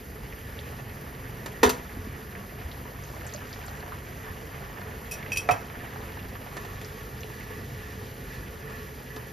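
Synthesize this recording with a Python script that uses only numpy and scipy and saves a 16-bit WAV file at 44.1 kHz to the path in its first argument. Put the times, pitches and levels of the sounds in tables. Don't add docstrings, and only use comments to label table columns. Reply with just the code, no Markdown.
import sys
import numpy as np
from scipy import signal
from scipy.fft import rfft, irfft
from scipy.io import wavfile

SR = 44100
rng = np.random.default_rng(int(sys.argv[2]) if len(sys.argv) > 2 else 0)


def store_wav(level_fs):
    pcm = np.round(np.clip(np.atleast_2d(level_fs), -1, 1) * 32767)
    wavfile.write(sys.argv[1], SR, pcm.T.astype(np.int16))


N = 411012

# (time [s], relative level [dB])
BOIL = [(0.0, -57.5), (1.47, -55.5), (5.93, -53), (7.43, -58), (9.3, -61)]
# (frequency [Hz], relative density [dB per Hz])
FROTH = [(200, 5), (400, 1), (650, 4), (950, -2.5), (1550, -2), (1750, 3), (2100, 1), (2900, -3.5),
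         (3700, -12.5), (6000, -33), (14000, -38)]
# (frequency [Hz], relative density [dB per Hz])
FIZZ = [(1500, -5), (3500, -7), (4800, 5), (5600, 0.5), (6500, 1), (7500, -6), (9500, 1), (11000, 5),
        (13000, 6.5), (15700, -7)]
# (frequency [Hz], width [Hz], relative level [dB])
PAN_LOW = [(387, 11, -10), (429.3, 16.7, 5.5), (484, 30, -1.5), (534, 20, -6)]
# (frequency [Hz], width [Hz], relative level [dB])
PAN_HIGH = [(854, 60, 1), (1155, 49, 0), (1414, 90, -2.5), (1691.5, 28, 6), (1876, 102, 1), (2348, 56, -6),
            (3000, 400, -16)]
# (time [s], level [dB], starting pitch [Hz])
PLOPS = [(.325, -31.5, 1860), (.590, -31, 3300), (2.352, -31.5, 1760), (2.715, -32, 3200),
         (3.037, -34, 6340), (3.212, -34, 1890), (3.265, -32, 1910), (3.266, -26, 7460), (3.293, -38, 4300),
         (3.324, -38, 4100), (3.338, -25.5, 6360), (3.347, -31.5, 568), (3.361, -32, 4860),
         (3.419, -35, 1050), (3.529, -28.5, 4600), (3.547, -39, 5000), (3.615, -38, 2450),
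         (3.638, -33, 1670), (3.663, -31, 7750), (3.681, -36, 4870), (3.682, -32, 750), (3.713, -39, 864),
         (3.753, -35, 1680), (3.805, -44, 4210), (3.827, -31, 1670), (3.83, -32, 720), (3.878, -33, 640),
         (3.921, -29, 1200), (4.785, -34, 854), (4.816, -31, 1800), (5.227, -27, 2050), (5.262, -28, 1830),
         (5.754, -32.5, 1500), (5.805, -34, 1850), (5.959, -30, 765), (6.005, -34, 850), (6.171, -34, 875),
         (6.191, -32.5, 2700), (6.353, -30.5, 1200), (6.415, -34, 1870), (6.463, -31, 740),
         (6.847, -30, 4960), (7.206, -35.5, 5960), (7.207, -34, 12500), (7.233, -28.5, 2730),
         (7.408, -32, 2100)]
# (start [s], length [s], rubbing level [dB], wash level [dB])
DIPS = [(0.393, 0.28, -54, -59), (6.35, 2.03, -53.5, -56), (8.413, 1.0, -51, -59)]
# (time of hardest pressure [s], low grating level [dB], high grating level [dB])
STROKES = [(.4, -65, -60), (6.62, -48.5, -50), (7.02, -54, -57), (7.34, -64, -55), (7.55, -55, -52),
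           (7.86, -55, -51), (8.33, -60, -51), (8.72, -52.5, -48.5), (9.17, -60, -49.5)]
# (frequency [Hz], width [Hz], relative level [dB])
GRATE_LOW = [(1128, 63, 4), (1235, 90, -1), (1386, 110, -0.5)]
# (frequency [Hz], width [Hz], relative level [dB])
GRATE_HIGH = [(1714, 63, 4.5), (1944, 82, 0.5), (2410, 160, -6), (2780, 540, -12)]
# (time [s], ring level [dB], crack level [dB], tilt [dB per octave])
LADLE_HITS = [(1.460, -42, -32, 0), (1.631, -14, -15, -.5), (1.6335, -33, -18.5, -0.5),
              (1.646, -34, -23, -1), (1.652, -44, -28, 1), (1.662, -41, -24, 0), (1.675, -45, -23.5, -3.5),
              (1.693, -44, -22, 3.5), (1.698, -38, -22, 0.5), (6.568, -44, -31.5, -1.5),
              (6.649, -50, -39, -2), (6.814, -50, -39, -1), (7.245, -53, -48, -3), (7.505, -48, -45, -3.5),
              (8.012, -48.5, -48, -4), (8.697, -50, -42.5, -1), (9.162, -47, -35.5, -1.5)]
# (time [s], ring level [dB], crack level [dB], tilt [dB per octave])
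BOWL_HITS = [(5.112, -36, -36, 6), (5.119, -34, -36, 4), (5.137, -35.5, -40, 1.5), (5.319, -24, -42, -1),
             (5.330, -27, -40, 0), (5.360, -25.5, -41, -1), (5.3715, -17.5, -31, 1), (5.398, -42, -48, -1),
             (5.510, -22.5, -33.5, -2)]
# (time [s], ring level [dB], crack level [dB], tilt [dB per octave])
COUNTER_HITS = [(5.4885, -17.5, -14, 0.5), (5.497, -36, -25.5, -1), (5.512, -40, -28, -3)]
# (frequency [Hz], relative level [dB], t60 [s])
PAN_MODES = [(204, -16, 0.22), (232, -9, 0.17), (250, -6, 0.25), (333, -11, 0.08), (399.7, -2, 0.26),
             (432.6, -2, 0.22), (465, -2.5, 0.065), (492, -9, 0.27), (676, -16, 0.44), (742, -10, .16),
             (803, -1.5, 0.041), (899, -7.5, 0.12), (970, -0.5, 0.021), (970, -11, 0.11), (992, -17, .12),
             (1063, -7, 0.097), (1230, -11, 0.17), (1310, -13, 0.077), (1380, -10.5, 0.15),
             (1749, -10.5, .14), (1825, -4, 0.056), (1875, -12, 0.11), (1965, -16, .08), (2394, -16, .1),
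             (2610, -15, 0.16), (2970, -21, 0.24), (3500, -18.5, 0.17), (3737, -18, 0.2), (5240, -19, .12),
             (5950, -12, 0.073)]
# (frequency [Hz], relative level [dB], t60 [s])
BOWL_MODES = [(2485, -10.5, 0.1), (2556, -1, 0.077), (2558, -13, 0.13), (2783, -27, .08), (3000, -28, 0.11),
              (3200, -20, .13), (3330, -31, 0.055), (4500, -28, .12), (4800, -20, 0.074),
              (5600, -18.5, 0.084), (5700, -10.5, 0.075), (5660, -23, .22), (5960, -21, 0.08),
              (6654, -19, 0.1), (7000, -27, 0.082), (7700, -25, .15), (9570, -19, 0.11),
              (10180, -19.5, 0.12), (11910, -36, 0.08), (14300, -22, .07), (14660, -18, .08)]
# (frequency [Hz], relative level [dB], t60 [s])
COUNTER_MODES = [(275, -19, 0.19), (444, -23, 0.33), (523, -17, 0.24), (552, -16, 0.2), (602, -14, 0.23),
                 (664, -11, 0.36), (727, 3, 0.12), (758, -11, .16), (836, -15, 0.17), (900, -20, 0.23),
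                 (961, -12, 0.19), (1050, -11, .11), (1200, -17, 0.15), (1275, -16, 0.12), (1330, -7, 0.11),
                 (1443, -21, .18), (1670, -22, 0.11), (1890, -23, 0.08), (2186, -16, 0.11),
                 (2297, -13, 0.091), (2385, 2.5, 0.028)]
# (frequency [Hz], relative density [dB per Hz])
PAN_CRACK = [(100, -25), (250, -6), (430, 2), (600, -1.5), (1000, 2), (1400, -5), (1800, -2), (2400, -5),
             (3500, -6), (4500, -8), (6000, -10), (7500, -9.5), (12000, -16), (15500, -18)]
# (frequency [Hz], relative density [dB per Hz])
BOWL_CRACK = [(500, -10), (2000, -16), (3100, -2), (3900, -5), (5000, -3), (5800, 6), (6400, -7),
              (7500, -3), (9800, -4), (11000, -6.5), (15500, -7.5)]
# (frequency [Hz], relative density [dB per Hz])
COUNTER_CRACK = [(100, -6), (300, -10), (500, 1), (700, 6), (1000, -5), (1300, -2), (2300, -6),
                 (3200, -21.5), (6500, -28), (14000, -44)]
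# (time [s], level [dB], starting pitch [Hz])
THUMPS = [(1.655, -19.5, 76), (1.97, -26, 242), (1.99, -23.5, 85.6), (2.07, -24.5, 233), (2.65, -21, 71.6),
          (4.3, -23, 88.5), (5.515, -20, 107)]
# (frequency [Hz], relative density [dB per Hz])
FLAME = [(20, -26), (32, -20), (42, 2.5), (60, 1), (85, -0.5), (110, -7), (160, -7), (195, -1.5),
         (235, -5.5), (262, -3), (285, -12.5), (345, -9), (400, -9.5), (600, -21), (1500, -31.5),
         (5000, -41)]
# (frequency [Hz], width [Hz], relative level [dB])
DRONE = [(50, 5.4, -3.5), (73, 5.8, -2), (97.2, 4.5, 2), (121.7, 3.65, 3), (142.1, 6.3, -0.5)]
# (frequency [Hz], side gain against mid [dB])
WIDTH = [(60, -26.5), (200, -19), (400, -9.5), (700, -5.5), (1300, 1), (1800, -3), (2500, -23), (4400, -56),
         (6500, 2.5), (8400, -68), (10000, -1), (15000, -51)]
# (frequency [Hz], left minus right [dB])
LEAN = [(60, 0), (110, -1), (230, -1), (420, -3), (560, -2), (700, -2.5), (950, 1.5), (1300, -2.5),
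        (1800, -5.5), (2400, -1), (3200, 0), (15000, 0.5)]
# (frequency [Hz], lead of the left [rad])
PORT_PHASE = [(300, 0), (800, .6), (1200, .7), (1800, .25), (2600, .1), (5200, 0), (6600, -1.05),
              (8400, -3.15), (11200, -6.1), (12700, -6.4), (14600, -9.1), (16000, -9.4)]

SIMMER_DB, FIZZ_DB, SIMMER_SWAY_DB = -47, -57, 0.43
GURGLE_DB, GURGLE_FOLLOWS, SIMMER_FOLLOWS = -58.5, 2.4, 0.38
POUR_START_S, POUR_LENGTH_S, POUR_DB = 2.9, 0.77, -52.5
BOIL_SPRAY_DB, POUR_SPRAY_DB = -9, -7
STRAY_PER_S, STRAY_DB, STRAY_SPREAD_DB = 4, -39, 2
STRAY_LOW_HZ, STRAY_HIGH_HZ = 850, 2200
TICK_DB, TICK_T60_S, TICK_WIDTH_HZ = -8, 0.023, 1400
FADE_S, STROKE_ATTACK_S, STROKE_RELEASE_S = 0.23, 0.16, 0.22
ROOM_DB, ROOM_LOW_T60_S, ROOM_HIGH_T60_S, ROOM_SPLIT_HZ = -13, 0.42, 0.28, 2400
CUTOFF_HZ = 16250


def broth():
    boil_db = SIMMER_DB + SIMMER_FOLLOWS * vigour() + SIMMER_SWAY_DB * drift(3.99)
    froth = from_db(-2.5 + 1.75 * drift(40)) * noise(FROTH)
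    pops = from_db(-9.5) * bubbles(per_s=600, spread_db=4.5, low_hz=378, high_hz=3200,
                                   cycles=13.0, tilt_db=-1.0)
    low_ring = from_db(-7.0) * resonant(grains(per_s=900, spread_db=2.0), PAN_LOW)
    high_ring = from_db(-6.5) * resonant(grains(per_s=1200, spread_db=4.5), PAN_HIGH)
    fizz = from_db(2.0 + 1.0 * drift(70)) * noise(FIZZ)
    prickle = from_db(-6.0) * bubbles(per_s=450, spread_db=3.5, low_hz=3000, high_hz=12000,
                                      cycles=26, tilt_db=-1.5, count=12)
    simmer = from_db(boil_db) * (froth + pops + low_ring + high_ring)
    return simmer + from_db(FIZZ_DB) * (fizz + prickle)


def vigour():
    db, = in_time(BOIL)
    return db - db.mean()


def splashing():
    boil = from_db(GURGLE_DB + GURGLE_FOLLOWS * vigour())
    pour = from_db(POUR_DB) * swell(POUR_START_S, FADE_S, POUR_LENGTH_S - FADE_S, FADE_S)
    gurgle = bubbles(per_s=220, spread_db=2.2, low_hz=574, high_hz=2920, cycles=11, tilt_db=0)
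    gurgle_gain = np.hypot(boil, pour)
    spray_gain = np.hypot(from_db(BOIL_SPRAY_DB) * boil, from_db(POUR_SPRAY_DB) * pour)
    return gurgle_gain * gurgle + spray_gain * spray()


def spray():
    return bubbles(per_s=1400, spread_db=3.5, low_hz=2800, high_hz=7240, cycles=25, tilt_db=7.0, count=12)


def bursts():
    when, size, pitch = rng.random((int(STRAY_PER_S * N / SR), 3)).T
    at = (when * (N - SR // 10)).astype(int)
    stray_db = STRAY_DB + vigour()[at] + STRAY_SPREAD_DB * (2 * size - 1)
    stray_hz = STRAY_LOW_HZ * (STRAY_HIGH_HZ / STRAY_LOW_HZ) ** pitch
    rows = np.vstack([PLOPS, np.transpose([at / SR, stray_db, stray_hz])])
    drops = spattered(rows, within_s=0.012, spread_octaves=0.54, weaker_db=4.0, count=3)
    return ticks(rows) + plops(drops, cycles=16.8, rise=0.045)


def spattered(rows, within_s, spread_octaves, weaker_db, count=4):
    s, db, hz = np.transpose(rows)
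    late, weak, off = rng.random((len(rows), 3, count)).transpose(1, 2, 0)
    small_s = s + within_s * late
    small_db = db - weaker_db * (1 + weak)
    small_hz = hz * 2 ** (spread_octaves * (2 * off - 1))
    small = np.stack([small_s, small_db, small_hz], axis=-1)
    return np.vstack([rows, small.reshape(-1, 3)])


def ticks(rows):
    out, t = np.zeros(N), np.arange(SR // 20) / SR
    for (s, db, hz), white in zip(rows, rng.standard_normal((len(rows), len(t)))):
        at = round(s * SR)
        puff = resonance(resonance(white, hz, TICK_WIDTH_HZ), hz, TICK_WIDTH_HZ)
        out[at:at + len(t)] += from_db(db + TICK_DB - 60 * t / TICK_T60_S) * rms_one(puff)
    return out


def plops(rows, cycles, rise):
    out = np.zeros(N)
    for s, db, hz in rows:
        at = round(s * SR)
        turn = np.arange(min(int(cycles / hz * SR), N - at)) / SR * hz
        age = turn / cycles
        tone = np.sin(2 * np.pi * turn * (1 + rise * age))
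        onset = 1 - np.exp(-2 * turn)
        out[at:at + len(turn)] += from_db(db - 60 * age) * onset * tone
    return out


def stirring():
    catches, seething = grains(per_s=3400, spread_db=2.5), wash()
    rub = resonant(catches, PAN_LOW)
    low = resonant(catches, GRATE_LOW)
    high = resonant(catches, GRATE_HIGH)
    out = np.zeros(N)
    for s, length, rub_db, wash_db in DIPS:
        dipped = from_db(rub_db) * rub + from_db(wash_db) * seething
        out += swell(s, FADE_S, length - FADE_S, FADE_S) * dipped
    for s, low_db, high_db in STROKES:
        grating = from_db(low_db) * low + from_db(high_db) * high
        out += swell(s - STROKE_ATTACK_S, STROKE_ATTACK_S, 0, STROKE_RELEASE_S) * grating
    return out


def wash():
    return bubbles(per_s=9000, spread_db=1.0, low_hz=2200, high_hz=7200, cycles=9, tilt_db=1.5, count=12)


def knocks():
    ladle = blows(LADLE_HITS, PAN_MODES, PAN_CRACK, crack_t60=0.039, rattle_db=-15, rattle_t60=0.2,
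                  detune=0.0034, contact_s=0.00016, centre_hz=1500, lowest_hz=175)
    bowl = blows(BOWL_HITS, BOWL_MODES, BOWL_CRACK, crack_t60=0.063, rattle_db=-9, rattle_t60=0.15,
                 detune=0.0038, contact_s=0.0002, centre_hz=2800, lowest_hz=400)
    counter = blows(COUNTER_HITS, COUNTER_MODES, COUNTER_CRACK, crack_t60=0.024, rattle_db=-16.0,
                    rattle_t60=0.38, detune=0.004, contact_s=0.00045, centre_hz=1000, lowest_hz=150)
    return ladle + bowl + counter


def blows(rows, modes, crack, crack_t60, rattle_db, rattle_t60, detune, contact_s, centre_hz, lowest_hz):
    hz, db, t60 = np.transpose(modes)[:, :, None]
    out, t = np.zeros(N + SR), np.arange(SR // 3) / SR
    rise = (1 - np.exp(-t / contact_s)) ** 2
    fall = from_db(-60 * t / crack_t60) + from_db(rattle_db - 60 * t / rattle_t60)
    for s, ring_db, crack_db, tilt_db in rows:
        stronger, sharper, turn = rng.standard_normal((3, len(modes), 1))
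        tones = np.sin(2 * np.pi * (hz * (1 + detune * sharper) * t + turn))
        mode_db = ring_db + db + stronger + tilt_db * np.log2(hz / centre_hz)
        rings = np.sum(from_db(mode_db - 60 * t / t60) * tones, axis=0)
        tilted_crack = [(f, level + tilt_db * np.log2(f / centre_hz)) for f, level in crack]
        crash = noise(tilted_crack, size=len(t))
        at = round(s * SR)
        out[at:at + len(t)] += rise * (rings + from_db(crack_db) * fall * crash)
    no_bass = signal.butter(2, lowest_hz, "high", fs=SR, output="sos")
    return signal.sosfilt(no_bass, out[:N] + 1e-18)


def stove():
    flame = from_db(-44.5 + 1.15 * drift(12)) * noise(FLAME)
    band = signal.butter(2, [42, 170], "band", fs=SR, output="sos")
    fan = signal.sosfilt(band, resonant(rng.standard_normal(N), DRONE))
    return flame + from_db(-43.5) * fan


def reflections(x):
    t = np.arange(SR // 2) / SR
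    white = rng.standard_normal(len(t)) * (t > .0041)
    low = signal.sosfilt(signal.butter(1, ROOM_SPLIT_HZ, fs=SR, output="sos"), white)
    low_tail = low * from_db(-60 * t / ROOM_LOW_T60_S)
    high_tail = (white - low) * from_db(-60 * t / ROOM_HIGH_T60_S)
    echoes = low_tail + high_tail
    return signal.fftconvolve(x, echoes / np.linalg.norm(echoes))[:N]


def scattered(x, shortest_s, longest_s):
    hz = np.fft.rfftfreq(N, 1 / SR)
    knots = np.linspace(0, SR / 2, num=400)
    delay = np.interp(hz, knots, rng.uniform(shortest_s, longest_s, len(knots)))
    return rfft(x) * np.exp(-2j * np.pi * np.cumsum(delay) * hz[1])


def bubbles(per_s, spread_db, low_hz, high_hz, cycles, tilt_db, count=22):
    pops, dealt = grains(per_s, spread_db), rng.integers(0, count, N)
    out = np.zeros(N)
    for k, hz in enumerate(np.geomspace(low_hz, high_hz, count)):
        out += from_db(tilt_db * np.log2(hz / low_hz)) * ring(pops * (dealt == k), hz, cycles / hz)
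    return rms_one(out)


def grains(per_s, spread_db):
    born = rng.random(N) < per_s * from_db(3 * drift(14)) / SR
    size_db = spread_db * np.minimum(rng.exponential(1, N), 4)
    return born * from_db(size_db) * rng.choice([-1, 1], N)


def ring(clicks, hz, t60):
    r, w = from_db(-60 / (t60 * SR)), 2 * np.pi * hz / SR
    return signal.lfilter([0, np.sin(w)], [1, -2 * r * np.cos(w), r * r], clicks + 1e-18)


def resonant(x, resonances):
    out = np.zeros(len(x))
    for k, (hz, width, db) in enumerate(resonances):
        out += (-1) ** k * from_db(db) * resonance(x, hz, width)
    return rms_one(out)


def resonance(x, hz, width_hz):
    r = np.exp(-np.pi * width_hz / SR)
    zeros = np.array([1, 0, -1]) * (1 - r * r) / 2
    return signal.lfilter(zeros, [1, -2 * r * np.cos(2 * np.pi * hz / SR), r * r], x)


def noise(spectrum, size=N):
    return rms_one(irfft(rfft(rng.standard_normal(size)) * response(spectrum, size), size))


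def response(points, size=N):
    hz, db = np.transpose(points)
    return from_db(np.interp(np.log(np.fft.rfftfreq(size, 1 / SR) + 1e-3), np.log(hz), db))


def drift(rate):
    knots = rng.standard_normal(2000)
    return rms_one(np.interp(np.arange(N) / SR * rate, np.arange(len(knots)), knots))


def swell(start_s, attack_s, hold_s, release_s):
    corners = start_s + np.cumsum([0, attack_s, hold_s, release_s])
    return np.interp(np.arange(N) / SR, corners, [0, 1, 1, 0])


def in_time(rows):
    s, *columns = np.transpose(rows)
    return [np.interp(np.arange(N) / SR, s, c) for c in columns]


def rms_one(x):
    return x / np.sqrt(np.mean(x ** 2) + 1e-20)


def from_db(db):
    return 10 ** (np.asarray(db) / 20)


def scene():
    near = broth() + splashing() + bursts() + stirring() + knocks()
    heard = near + from_db(ROOM_DB) * reflections(near)
    thumps = plops(THUMPS, cycles=9.1, rise=0.027)
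    mid = rfft(heard + stove() + thumps)
    detour = scattered(heard, shortest_s=0.001988, longest_s=.014)
    side = (detour + rfft(stove())) * response(WIDTH)
    return irfft([mid + side, mid - side], N)


def record(dry):
    phase = np.interp(np.fft.rfftfreq(N, 1 / SR), *np.transpose(PORT_PHASE))
    left = np.sqrt(response(LEAN)) * np.exp(.5j * phase)
    x = irfft(rfft(dry) * [left, 1 / left], N)
    x = x + from_db(3.5) * resonance(x, 11820, 190) + from_db(-2) * resonance(x, 14200, 160)
    low_pass = signal.cheby2(20, 60, CUTOFF_HZ, fs=SR, output="sos")
    return signal.sosfilt(low_pass, np.clip(x, -1, 1))


dry = scene()
out = record(dry)
store_wav(out)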